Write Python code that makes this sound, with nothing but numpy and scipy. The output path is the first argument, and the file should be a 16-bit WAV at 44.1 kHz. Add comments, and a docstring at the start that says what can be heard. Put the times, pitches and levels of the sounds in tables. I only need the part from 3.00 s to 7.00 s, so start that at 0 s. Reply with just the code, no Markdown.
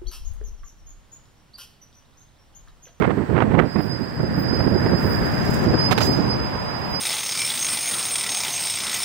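"""A city street, heard at the open side window of a rolling car.
Tyres roar on the asphalt. Passing air hisses at the window edge, shakes the two sides of the
microphone and strikes the right side with three hard blasts. A dragging brake makes its disc
ring with a squeal near 5 kHz, whose overtones flare as the wheel turns. The street echoes it."""
import sys
import numpy as np
from scipy import signal
from scipy.fft import rfft, irfft
from scipy.io import wavfile
from scipy.ndimage import uniform_filter1d

SR = 44100
rng = np.random.default_rng(int(sys.argv[2]) if len(sys.argv) > 2 else 0)


def waveform_to_disk(signal):
    """Save audio, clipped to [-1, 1], as 16-bit WAV at the path in sys.argv[1]."""
    frames = np.transpose(np.atleast_2d(signal))
    scaled = np.clip(frames, -1, 1) * 32767
    samples = np.round(scaled).astype(np.int16)
    wavfile.write(sys.argv[1], SR, samples)


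N = 176400
TIME = np.arange(N) / SR

# tone colour of the wind's low rumble: f/Hz, level/dB
RUMBLE_COLOUR = [(20, -37), (40, -23), (70, -5.5), (125, 0), (210, -2), (350, -8.5), (600, -16),
                 (1100, -33), (2500, -70), (6000, -77)]
# tone colour of the rasp of stronger swirls of air: f/Hz, level/dB
RASP_COLOUR = [(100, -32), (400, 5.5), (800, 2.5), (1400, -2), (2050, -5.5), (2450, -12.5), (3500, -23),
               (5000, -37), (8000, -50.5), (10000, -53), (16000, -65)]


def amp(db):
    """Turns decibels into a gain to multiply by."""
    return 10 ** (np.asarray(db) / 20)


def unit(x):
    """Scales a signal to an average strength (rms) of 1."""
    return x / np.sqrt(np.mean(x ** 2) + 1e-20)


def level(curve):
    """Gain over time, joining points of t/s, level/dB."""
    return amp(np.interp(TIME, *np.transpose(curve)))


def noise(colour, column=1):
    """Noise of strength 1; the colour table says how strong its lows and highs are."""
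    table, hz = np.transpose(colour), np.fft.rfftfreq(N, 1 / SR)
    gain = amp(np.interp(np.log(hz + 1), np.log(table[0]), table[column]))
    return unit(irfft(rfft(rng.standard_normal(N)) * gain, N))


def wander(rate_hz):
    """A smooth random wobble of strength 1, up to about the given rate."""
    hz = np.fft.rfftfreq(N, 1 / SR)
    return unit(irfft(rfft(rng.standard_normal(N)) * np.exp(-(hz / rate_hz) ** 2), N))


def swell(centre, length):
    """A bell-shaped rise and fall."""
    return np.exp(-2 * ((TIME - centre) / length) ** 2)


def pan(left_db):
    """Left and right gains from left minus right in dB; the louder side gets 1."""
    return amp([[min(left_db, 0)], [min(-left_db, 0)]])


def stereo_noise(colour, curve, left_db):
    """A separate noise for each side, both following one level curve."""
    return np.array([noise(colour), noise(colour)]) * level(curve) * pan(left_db)


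def pad_grip(start_s=0.58, rise_s=0.098):
    """The brake pad takes hold of the disc, going from 0 to 1."""
    return np.clip((TIME - start_s) / rise_s, 0, 1)


def road():
    """Tyres roar on the asphalt, louder with speed, over a steady hiss of air."""
    # roar over time: t/s, level/dB
    roar_curve = [(0, -36.5), (.8, -34.5), (1.15, -35.5), (1.55, -29.5), (2.05, -28), (2.45, -25.5),
                  (2.85, -25), (3.55, -26.5), (4, -26.5)]
    # tone colours of roar and air: f/Hz, left/dB, right/dB
    roar_colour = [(20, -26, -22), (55, -17, 2), (146, 6, 5), (320, -5, -5), (603, -2, -2.5),
                   (1014, -2.5, -1), (1250, -9, -6.5), (1640, -15, -6.5), (2480, -18, -14.5),
                   (3970, -27.5, -25), (6270, -46, -31.5), (10100, -46, -58), (16000, -58, -55)]
    air_colour = [(1000, 4, 7), (3000, 5, -10.5), (4540, -3, 10.5), (6400, -14, -3.5), (8070, -6, 7.5),
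                  (9600, -7, -13.5), (12000, -16, -9), (16000, -6, -6)]
    roar = np.array([noise(roar_colour, column=1), noise(roar_colour, column=2)])
    air = np.array([noise(air_colour, column=1), noise(air_colour, column=2)])
    return roar * level(roar_curve) * pan(left_db=-3.5) + air * amp(-52) * pan(left_db=-3)


def tread():
    """The tyre tread sings on a coarser stretch of asphalt."""
    # singing over time: t/s, level/dB
    tread_curve = [(0, -39.5), (1.15, -40), (1.4, -35), (2.0, -31), (2.45, -32), (2.8, -33), (3.2, -46),
                   (4, -57)]
    # its tone colour: f/Hz, level/dB
    tread_colour = [(600, -30), (1200, -3.5), (1550, 3), (1900, 0.5), (2300, -13.5), (3500, -29),
                    (7000, -60)]
    return stereo_noise(tread_colour, tread_curve, left_db=-13)


def window_hiss(flicker_db=1.9):
    """Air hisses past the window edge and now and then rushes close by on the right."""
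    # hiss on each side: t/s, level/dB
    left_curve = [(0, -62), (1.2, -75), (1.7, -54), (2.0, -45.5), (2.6, -51.5), (3.1, -54), (3.4, -57),
                  (4, -56.5)]
    right_curve = [(0, -75), (1.65, -65), (2.0, -46), (2.3, -43.5), (2.42, -44), (2.55, -36), (2.75, -52),
                   (2.96, -63), (3.015, -33), (3.06, -29.5), (3.12, -41), (3.25, -58), (3.4, -62), (4, -53)]
    # close rushes of air: centre/s, length/s, level/dB
    rushes = [(2.53, 0.33, -43.5), (2.88, 0.12, -47.5), (3.033, 0.056, -30), (3.18, .14, -45)]
    # tone colours of hiss and rush: f/Hz, level/dB
    hiss_colour = [(2000, 8), (5000, -12), (7500, 5.5), (9200, -4.5), (12000, 2), (14000, 0), (16000, 3.5)]
    rush_colour = [(1000, -3), (3000, -1), (5500, 5), (7600, -1), (9200, -32), (16000, -18)]
    hiss = np.array([level(curve) * noise(hiss_colour) for curve in (left_curve, right_curve)])
    rush = sum(amp(db) * swell(centre, length) for centre, length, db in rushes) * noise(rush_colour)
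    return (hiss + pan(left_db=-24) * rush) * amp(flicker_db * wander(59))


def wind(swirl_hz=45, rasp_db=-16.5):
    """Swirls of air shake each side of the microphone; stronger ones also sound brighter."""
    # wind pressure on each side: t/s, level/dB
    left_curve = [(0, -26), (0.25, -37), (0.45, -22.5), (0.75, -40), (1, -42), (1.2, -26.5), (1.5, -25.5),
                  (1.95, -24), (2.4, -20.5), (2.7, -19), (3.15, -25.5), (3.4, -24.5), (3.6, -34.5),
                  (4, -34.5)]
    right_curve = [(0, -18), (0.26, -28), (0.5, -15), (0.7, -29), (0.85, -22.5), (1.13, -29.5),
                   (1.3, -22.5), (1.75, -16.5), (2.0, -20), (2.45, -24), (2.8, -24), (3.05, -18),
                   (3.27, -19.5), (3.45, -30), (4, -37)]
    sides = []
    for pressure in (left_curve, right_curve):
        swirls = amp(2 * np.tanh(wander(swirl_hz) / 2))  # at most 2 dB up or down
        rumble = unit(swirls) * noise(RUMBLE_COLOUR)
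        rasp = amp(rasp_db) * unit(swirls ** 2) * noise(RASP_COLOUR)
        sides.append(level(pressure) * (rumble + rasp))
    return np.array(sides)


def gusts(rise_share=0.23, fall_share=0.47, flutter_db=4.0):
    """Each gust sets in quickly: a low push of air with a fluttering rasp at its peak."""
    # gusts: centre/s, length/s, relative push/dB, relative rasp/dB, left minus right/dB
    gust_list = [(0.017, 0.023, -13, -26, -20), (0.039, 0.068, -23.5, -16.5, -39),
                 (0.08, 0.011, -10, -23, -36), (0.104, 0.027, -11.5, -16, -40),
                 (0.138, 0.028, -20, -43, -16), (0.18, 0.019, -13.5, -26, -18),
                 (0.217, 0.035, -14, -35, -20), (0.302, 0.019, -13.5, -32, -20),
                 (0.34, 0.045, -13, -30.5, -28), (0.375, 0.057, -15.5, -17.5, -34),
                 (0.407, 0.0074, -32, -13, -30), (0.422, 0.016, -16, -15.5, -32),
                 (0.44, 0.031, -12.5, -25.5, -19), (0.495, 0.025, -28, -45, -18),
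                 (0.516, 0.016, -18, -21, -23), (0.549, 0.027, -6, -16, -32),
                 (0.581, 0.018, -5.5, -21.5, -26), (0.595, 0.014, -18, -5, -34),
                 (0.624, 0.061, -9.5, -23.5, -21), (0.765, 0.019, -9, -20, -28),
                 (0.797, 0.024, -10, -17.5, -21), (0.929, 0.019, -25.5, -53, -6),
                 (1.018, 0.047, -21.5, -43, -25), (1.206, 0.02, -14, -32, -22),
                 (1.239, 0.015, -12, -46, -32), (1.381, 0.017, -15, -34, -19),
                 (1.539, 0.018, -12, -43, -32), (1.605, 0.022, -13, -28.5, -18),
                 (1.674, 0.018, -7, -24.5, -29), (1.724, 0.015, -9.5, -46, -23),
                 (1.76, 0.031, -10, -39, -25), (1.864, 0.016, -6.5, -22.5, -12),
                 (1.897, 0.038, -20, -44, 20), (1.94, 0.036, -7.5, -27, -18),
                 (2.046, 0.018, -17.5, -39, 19), (2.057, 0.028, -10, -44, -26),
                 (2.222, 0.025, -15, -38, -20), (2.26, 0.016, -24, -32, 20), (2.495, 0.0062, -7, -36, 19),
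                 (2.672, 0.024, -7, -45, -26), (2.713, 0.025, -10, -48, -28),
                 (2.746, 0.016, -5.5, -22.5, 22), (3.098, 0.041, -13, -35, 17),
                 (3.195, 0.034, -12.5, -52, -29), (3.22, 0.019, -33, -52, -23),
                 (3.556, 0.017, -18, -39, -5.5), (3.945, 0.015, -21.5, -38, -2)]
    # tone colour of the push, fuller than the steady rumble: f/Hz, level/dB
    push_colour = [(20, -30), (40, -19.5), (70, -5.5), (125, -0.5), (210, -2), (350, -4.5), (600, -14.5),
                   (1100, -27), (2500, -55), (6000, -74)]
    push_gain, rasp_gain = np.zeros((2, 2, N))
    for centre, length, push_db, rasp_db, left_db in gust_list:
        rise = .5 + .5 * np.tanh((TIME - centre + length / 2) / (rise_share * length))
        fall = .5 - .5 * np.tanh((TIME - centre - length / 2) / (fall_share * length))
        push_gain += pan(left_db) * amp(push_db) * rise * fall
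        rasp_gain += pan(left_db) * amp(rasp_db) * rise * swell(centre, length) ** 2
    push = amp(-0.5) * push_gain * noise(push_colour)
    rasp = amp(2) * rasp_gain * noise(RASP_COLOUR)
    return push + rasp * unit(amp(flutter_db * wander(200)))


def blasts(attack_s=0.0027, release_s=0.0064):
    """Air slaps the right side of the microphone: a sudden thump with a crackle."""
    # hard blasts: start/s, length/s, thump/dB, crackle/dB
    blast_list = [(2.909, 0.019, -11.5, -10.5), (2.976, 0.009, -6, -11.5), (3.004, 0.017, -37, -17.5)]
    # tone colour of the crackle: f/Hz, level/dB
    crackle_colour = [(100, -28), (500, -0.5), (1200, -2), (2500, -8), (4500, -16), (7500, -25.5),
                      (9200, -31.5), (12000, -26.5), (16000, -39)]
    thump, crackle = np.zeros((2, N))
    for start, length, thump_db, crackle_db in blast_list:
        age = TIME - start
        shape = np.clip(age / attack_s, 0, 1) * np.exp(-np.maximum(age - length, 0) / release_s)
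        thump += amp(thump_db) * shape
        crackle += amp(crackle_db) * shape
    return pan(left_db=-63) * (thump * noise(RUMBLE_COLOUR) + crackle * noise(crackle_colour))


def street_echo():
    """The street throws the squeal back, smeared by the car's motion into narrow bands of noise."""
    # echoes from around and from behind the car: t/s, level/dB
    around_curve = [(.6, -63), (.78, -42), (1.25, -42), (1.6, -35), (2.2, -34), (2.6, -36.5), (2.82, -35),
                    (3.3, -36.5), (4, -43)]
    behind_curve = [(.7, -58), (1, -42), (1.8, -45), (2.25, -34.5), (2.6, -45), (2.85, -37), (3.1, -38),
                    (4, -58)]
    # their tone colours, lower in pitch from behind: f/Hz, level/dB
    around_colour = [(4400, -55), (4770, -28), (4900, -13), (4935, -7), (4960, 0), (5000, -6), (5050, -11),
                     (5110, -18), (5200, -33), (5600, -65), (9500, -65), (9930, -31), (10300, -65),
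                     (14400, -60), (14900, -25), (15400, -60)]
    behind_colour = [(4400, -45), (4650, -19), (4770, -17), (4860, 0), (4910, -5), (5000, -30), (5100, -70)]
    around = stereo_noise(around_colour, around_curve, left_db=-4)
    behind = stereo_noise(behind_colour, behind_curve, left_db=-22)
    return (around + behind) * pad_grip()


def brake_chirps(waver_hz=130):
    """The brake also rings at higher pitches, briefly and roughly."""
    # faint chirps: centre/s, length/s, f/Hz, level/dB
    chirps = [(.61, 0.06, 12650, -62), (.84, .06, 12950, -65), (1.14, .055, 13000, -67),
              (3.303, .04, 10200, -57)]
    out = np.zeros(N)
    for centre, length, hz, db in chirps:
        phase = 2 * np.pi * np.cumsum(hz + waver_hz * wander(220)) / SR
        out += amp(db) * swell(centre, length) * np.sin(phase)
    return out


def brake_squeal(pitch_hz=4960, waver_hz=8, flutter_db=2.2):
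    """The rubbed disc rings on one note; the turning wheel bends it and makes its overtones flare."""
    # squeal over time: t/s, level/dB
    squeal_curve = [(.6, -56), (.73, -35), (.87, -46), (.92, -28.5), (1.07, -47), (1.35, -36.5),
                    (1.59, -26.5), (1.68, -35), (2.08, -33.5), (2.3, -39), (2.66, -39), (2.8, -19.5),
                    (2.89, -28.5), (2.93, -33), (3.0, -36), (3.03, -18), (3.17, -29), (3.24, -36),
                    (3.32, -21), (3.38, -34.5), (3.9, -34.5), (3.96, -23), (4, -30)]
    # overtones at 2 and 3 times the pitch: steady level/dB, left minus right/dB
    overtones = [(-71.5, 2.5), (-67, -6)]
    # their flares: centre/s, length/s, lower overtone/dB, upper overtone/dB
    flares = [(.82, 0.091, -59, -54), (1.405, 0.051, -64, -43), (1.62, 0.117, -65, -61),
              (2.093, 0.089, -53, -43), (2.864, 0.124, -56, -61), (3.93, 0.18, -72, -58)]
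    # the pitch slides down through the middle of each flare
    bend = sum(swell(centre, length) * (TIME - centre) / length for centre, length, _, _ in flares)
    hz = pitch_hz - 32.4 * bend + waver_hz * wander(26.9)
    phase = 2 * np.pi * np.cumsum(hz) / SR
    shaky_phase = phase + 0.21 * wander(30)
    out = np.zeros((2, N))
    for side, lead_radians in enumerate((3.4, 0)):  # the wave is ahead on the left
        tone = np.sin(shaky_phase + lead_radians + .45 * wander(25))
        out[side] = tone * unit(amp(flutter_db * wander(27)))
    out *= level(squeal_curve) * pan(left_db=-10.5)
    for k, (steady_db, left_db) in enumerate(overtones):
        flare = sum(amp(dbs[k]) * swell(centre, length) for centre, length, *dbs in flares)
        gain = (amp(steady_db) + flare) * pan(left_db)
        for side in range(2):
            tone = np.sin((k + 2) * phase + wander(60))
            out[side] += gain[side] * tone * unit(amp(flutter_db * wander(50)))
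    return np.sqrt(2) * out * pad_grip()  # sqrt(2) gives a sine wave strength 1


def scene():
    """Tyres, moving air and brake, added up for left and right."""
    air = wind() + gusts() + blasts() + window_hiss()
    return road() + tread() + air + brake_squeal() + brake_chirps() + street_echo()


def record(dry, limit_db=-14, cut_share=0.36, recover_db_per_s=129, cutoff_hz=15800):
    """A limiter turns the loudest moments down, then a filter removes the highest treble."""
    power = abs(uniform_filter1d(dry ** 2, size=300, axis=1)).max(0)  # of the louder side
    power_db = 10 * np.log10(power + 1e-12)
    fall_db = TIME * recover_db_per_s
    peak_db = np.maximum.accumulate(power_db + fall_db) - fall_db  # jumps up, sinks steadily
    over_db = np.maximum(peak_db - limit_db, 0)
    limited = dry / amp(cut_share * uniform_filter1d(over_db, size=100))
    low_pass = signal.firwin(511, cutoff_hz, window=("kaiser", 9), fs=SR)
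    return signal.oaconvolve(limited, low_pass[None], "same")


dry = scene()
out = record(dry)
waveform_to_disk(out)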